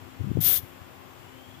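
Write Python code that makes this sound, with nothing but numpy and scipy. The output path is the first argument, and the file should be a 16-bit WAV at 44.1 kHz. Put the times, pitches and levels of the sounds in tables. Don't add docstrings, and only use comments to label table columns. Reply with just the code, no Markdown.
import sys
import numpy as np
from scipy import signal
from scipy.fft import rfft, irfft
from scipy.io import wavfile
from scipy.ndimage import uniform_filter1d

SR = 44100
rng = np.random.default_rng(int(sys.argv[2]) if len(sys.argv) > 2 else 0)


def gain_from_db(level_db):
    decades = np.asarray(level_db, float) / 20
    return 10 ** decades


def master(y):
    cut = np.clip(np.atleast_2d(y).T, -1, 1)
    pcm = np.round(cut * 32767)
    wavfile.write(sys.argv[1], SR, pcm.astype(np.int16))


N = 70560


def level(x, db):
    return x * gain_from_db(db) / np.sqrt(np.mean(x ** 2))


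def noise():
    return rng.standard_normal(N)


def colour(x, table):
    f = np.maximum(np.fft.rfftfreq(N, 1 / SR), 1)
    hz, db = np.array(table, float).T
    fall_db = 18 * np.minimum(np.log2(f / hz[0]), 0)
    gain_db = np.interp(np.log(f), np.log(hz), db) + fall_db
    return level(irfft(rfft(x) * gain_from_db(gain_db), N), 0)


def band(x, hz, width_hz):
    return level(signal.lfilter(*signal.iirpeak(hz, hz / width_hz, SR), x), 0)


def band_twice(x, hz, width_hz):
    return band(band(x, hz, width_hz), hz, width_hz)


def walk(rate_hz):
    hold = int(SR / rate_hz)
    steps = np.repeat(rng.standard_normal(N // hold + 1), hold)
    smooth = uniform_filter1d(uniform_filter1d(steps, hold), hold)[:N]
    return smooth / smooth.std()


def bump(t, centre_s, spread_s):
    return np.exp(-.5 * ((t - centre_s) / spread_s) ** 2)


def turbulence():
    drops_per_s, scatter_db, drop_share = 14000, 1.0, 0.4
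    chance, side, size = rng.random((3, N))
    clicks = (chance < drops_per_s / SR) * np.sign(side - .5)
    drops = clicks * gain_from_db(-scatter_db * np.log(size + 1e-9))
    return np.sqrt(drop_share) * level(drops, 0) + np.sqrt(1 - drop_share) * noise()


# start_s, jet_level_db, splash_level_db (re jet)
VALVE = [
    (0.404, -58.5, -10),
    (0.405, -37, -19.5),
    (.415, -28, -16),
    (.423, -28, -18.5),
    (.47, -20, -16),
    (.52, -21.5, -21),
    (0.573, -25, -15),
    (.586, -32.5, -19.5),
    (0.592, -39, -11.5),
]


def valve(t):
    start_s, jet_db, splash_db = np.array(VALVE).T
    dribble_db = 899.5 * np.maximum(t - start_s[-1], 0)
    flow_db = np.interp(t, start_s, jet_db, left=-140) + 8.5 - dribble_db
    return start_s, flow_db, flow_db + np.interp(t, start_s, splash_db) + 3.0


# pitch_hz, level_db (per Hz)
JET_TONE = [(6000, -23), (9300, -17), (10300, -10.5), (11400, -8.5), (12500, 0), (14000, -2), (15500, -3.5)]


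def jet(t, flow_db):
    sputter_db = 2.5 * bump(t, 0.4225, 0.00195)
    return colour(turbulence(), JET_TONE) * gain_from_db(flow_db + 0.707 * walk(150.65) + sputter_db)


# pitch_hz, level_db (per Hz)
SPLASH_TONE = [(500, -19), (1200, -6), (2500, -4.5), (3400, 3.5), (4500, 0), (6500, 0.5), (9000, -13),
               (11000, -2)]


def splash(splash_db):
    return colour(turbulence(), SPLASH_TONE) * gain_from_db(splash_db + 0.7 * walk(62.8))


def foam(t, open_s, shut_s):
    ending = np.clip((shut_s - t) / 0.037, 0, 1)
    swell = bump(t, 0.5052, 0.0468) * (t > open_s) * ending
    roar = band(turbulence(), 1950, 1470) * gain_from_db(-38)
    gurgle = band_twice(turbulence(), 431, 515) * gain_from_db(-43)
    return (roar + gurgle) * swell


def straw(t, flow_db, open_s, shut_s):
    note_db = 0.53 * flow_db - 7 - 24.5 + 0.87 * walk(37.17)
    return band(turbulence(), 3430, 396) * gain_from_db(note_db) * (t > open_s) * (t < shut_s)


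def room(t, x):
    t60_s, level_db, broad_db = 0.42, -25, -1
    tail = band(noise(), 11900, 5800) + gain_from_db(broad_db) * band(noise(), 4200, 5000)
    tail = (tail * np.exp(-np.log(1000) * t / t60_s))[:SR // 2]
    tail = tail / np.sqrt(np.sum(tail ** 2))
    return gain_from_db(level_db) * signal.fftconvolve(x, tail)[:N]


def spray(t):
    start_s, flow_db, splash_db = valve(t)
    shut_s = start_s[-1]
    burst = jet(t, flow_db) + splash(splash_db) + foam(t, start_s[0], shut_s)
    burst = burst + straw(t, flow_db, start_s[1], shut_s)
    return burst + room(t, burst)


# centre_s, peak_db, pitch_hz, length_cycles
PUFFS = [(.025, -39.5, 101.8, 4.33), (0.059, -39, 94.3, 2.08), (.1, -61.5, 79.6, 1.46),
         (0.171, -42.5, 85, 1.78), (0.731, -50.5, 89.5, 3.6), (0.819, -34, 88.4, 0.89),
         (0.213, -19, 100, 1.983), (.244, -21.5, 129.6, 1.746), (.258, -28, 191, 1.4),
         (.273, -19.5, 154.1, 1.28), (.288, -23.5, 194, 2.1), (0.299, -26.5, 107, 1.63),
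         (0.3166, -14.5, 170, 0.64), (0.31, -18.5, 96, 0.93), (0.335, -28, 88, 1.31),
         (0.3576, -16.5, 136.4, 1.447), (0.3726, -13, 305.6, 0.874), (.38, -15, 107.8, 0.768),
         (.39, -14, 141.1, 1.502), (.409, -22, 149.6, 1.65), (.436, -30, 110.7, 3.86),
         (0.468, -26.5, 135, 1.32), (0.488, -30, 99.7, 1.4), (0.523, -35.5, 133, 1.38),
         (0.567, -35.5, 96.7, 1.21), (0.593, -33.5, 84.7, 1.55), (0.639, -32.5, 106.4, 1.48),
         (1.092, -45.5, 89.4, 2.28), (1.49, -44, 95, 2.56)]


def puffs(t):
    lean, edge = 1.1, 0.35
    push, size = np.zeros(N), np.zeros(N)
    for centre_s, peak_db, pitch_hz, cycles in PUFFS:
        turn = (t - centre_s) * pitch_hz
        shape = gain_from_db(peak_db) * bump(turn, 0, 0.4283 * cycles)
        swing = np.cos(2 * np.pi * turn)
        swing = swing - lean * gain_from_db(peak_db + 8) * np.sin(2 * np.pi * turn)
        swing = swing + edge * gain_from_db(peak_db + 4.5) * np.cos(4 * np.pi * turn)
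        push = push + shape * swing
        size = size + shape
    eddies = band_twice(noise(), 286, 200) * size * gain_from_db(-22)
    port = signal.butter(2, 54.5, "high", fs=SR, output="sos")
    return signal.sosfiltfilt(port, push + eddies)


# pitch_hz, level_db (per Hz)
SHOP_TONE = [(50, -24), (90, 6.5), (150, -2.5), (350, -6), (1100, -5), (1500, -9.5), (3400, -15.5),
             (3900, -31.5)]


def murmur():
    air_spectrum = rfft(colour(noise(), SHOP_TONE))
    f = np.fft.rfftfreq(N, 1 / SR)
    octave = np.log2(np.clip(f, 64, 4096) / 64)
    swell_db = 0.3 * walk(3.21)
    out = np.zeros(N)
    for k in range(7):
        part = irfft(air_spectrum * np.maximum(1 - np.abs(octave - k), 0), N)
        out = out + part * gain_from_db(-47.5 + swell_db + 0.97 * walk(11.87))
    return out


# pitch_hz, width_hz, level_db
DRONES = [(350.8, 20.1, -54.5), (7377, 317, -67), (14630, 650, -64.5)]


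def drones():
    out = np.zeros(N)
    for pitch_hz, width_hz, level_db in DRONES:
        out = out + band(noise(), pitch_hz, width_hz) * gain_from_db(level_db + 0.944 * walk(6.02))
    return out


def draught(t):
    return band(noise(), 98.64, 30.4) * gain_from_db(-51 - 5 * t + 2.5 * walk(13.79))


# multiple, level_db
HUM = [(1, -54.5), (2, -63.5), (3, -62.5), (4, -65)]


def motor_hum():
    turns = np.cumsum(260.86 * (1 + 0.0042 * walk(8.05))) / SR
    out = np.zeros(N)
    for multiple, level_db in HUM:
        tone = np.sin(2 * np.pi * (multiple * turns + rng.random()))
        out = out + np.sqrt(2) * tone * gain_from_db(level_db + 2.985 * walk(13.83))
    return out


# start_s, pitch_hz, level_db
WHINE = [
    (1.23, 2870, -73.5),
    (1.255, 2900, -59.5),
    (1.329, 2971, -62.5),
    (1.359, 3087, -55.5),
    (1.418, 3218, -61.5),
    (1.491, 3288, -57),
    (1.6, 3414, -60),
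]


def whine(t):
    start_s, pitch_hz, level_db = np.array(WHINE).T
    width_hz = 130
    out = np.zeros(N)
    for lag_s, lag_db in ((0, 0), (0.05, -7.5)):
        phase = np.cumsum(np.interp(t - lag_s, start_s, pitch_hz)) / SR
        drift = walk(width_hz) + 1j * walk(width_hz) + 0.57
        line = np.real(drift * np.exp(2j * np.pi * phase))
        out = out + line * gain_from_db(np.interp(t - lag_s, start_s, level_db, left=-120) + lag_db)
    return out


# pitch_hz, level_db (per Hz)
HISS_TONE = [(45, -10), (120, 1), (500, -5.5), (3500, -9.5), (3750, -13), (6800, -19), (7100, -25),
             (11400, -21)]


def hiss():
    top_step = (11380, HISS_TONE[-1][1] + 4)
    return gain_from_db(-53) * colour(noise(), list(HISS_TONE) + [top_step])


def scene():
    t = np.arange(N) / SR
    shop = murmur() + drones() + draught(t) + motor_hum()
    left = spray(t) + puffs(t) + shop + whine(t) + gain_from_db(-2.5) * hiss()
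    return np.array([left, hiss()])


def band_limit(x):
    return signal.sosfilt(signal.butter(12, 16620, fs=SR, output="sos"), x)


def record(dry):
    low_pass = signal.ellip(12, .2, 80, 15420, fs=SR, output="sos")
    mix = signal.sosfilt(low_pass, dry)
    return band_limit(mix)


dry = scene()
out = record(dry)
master(out)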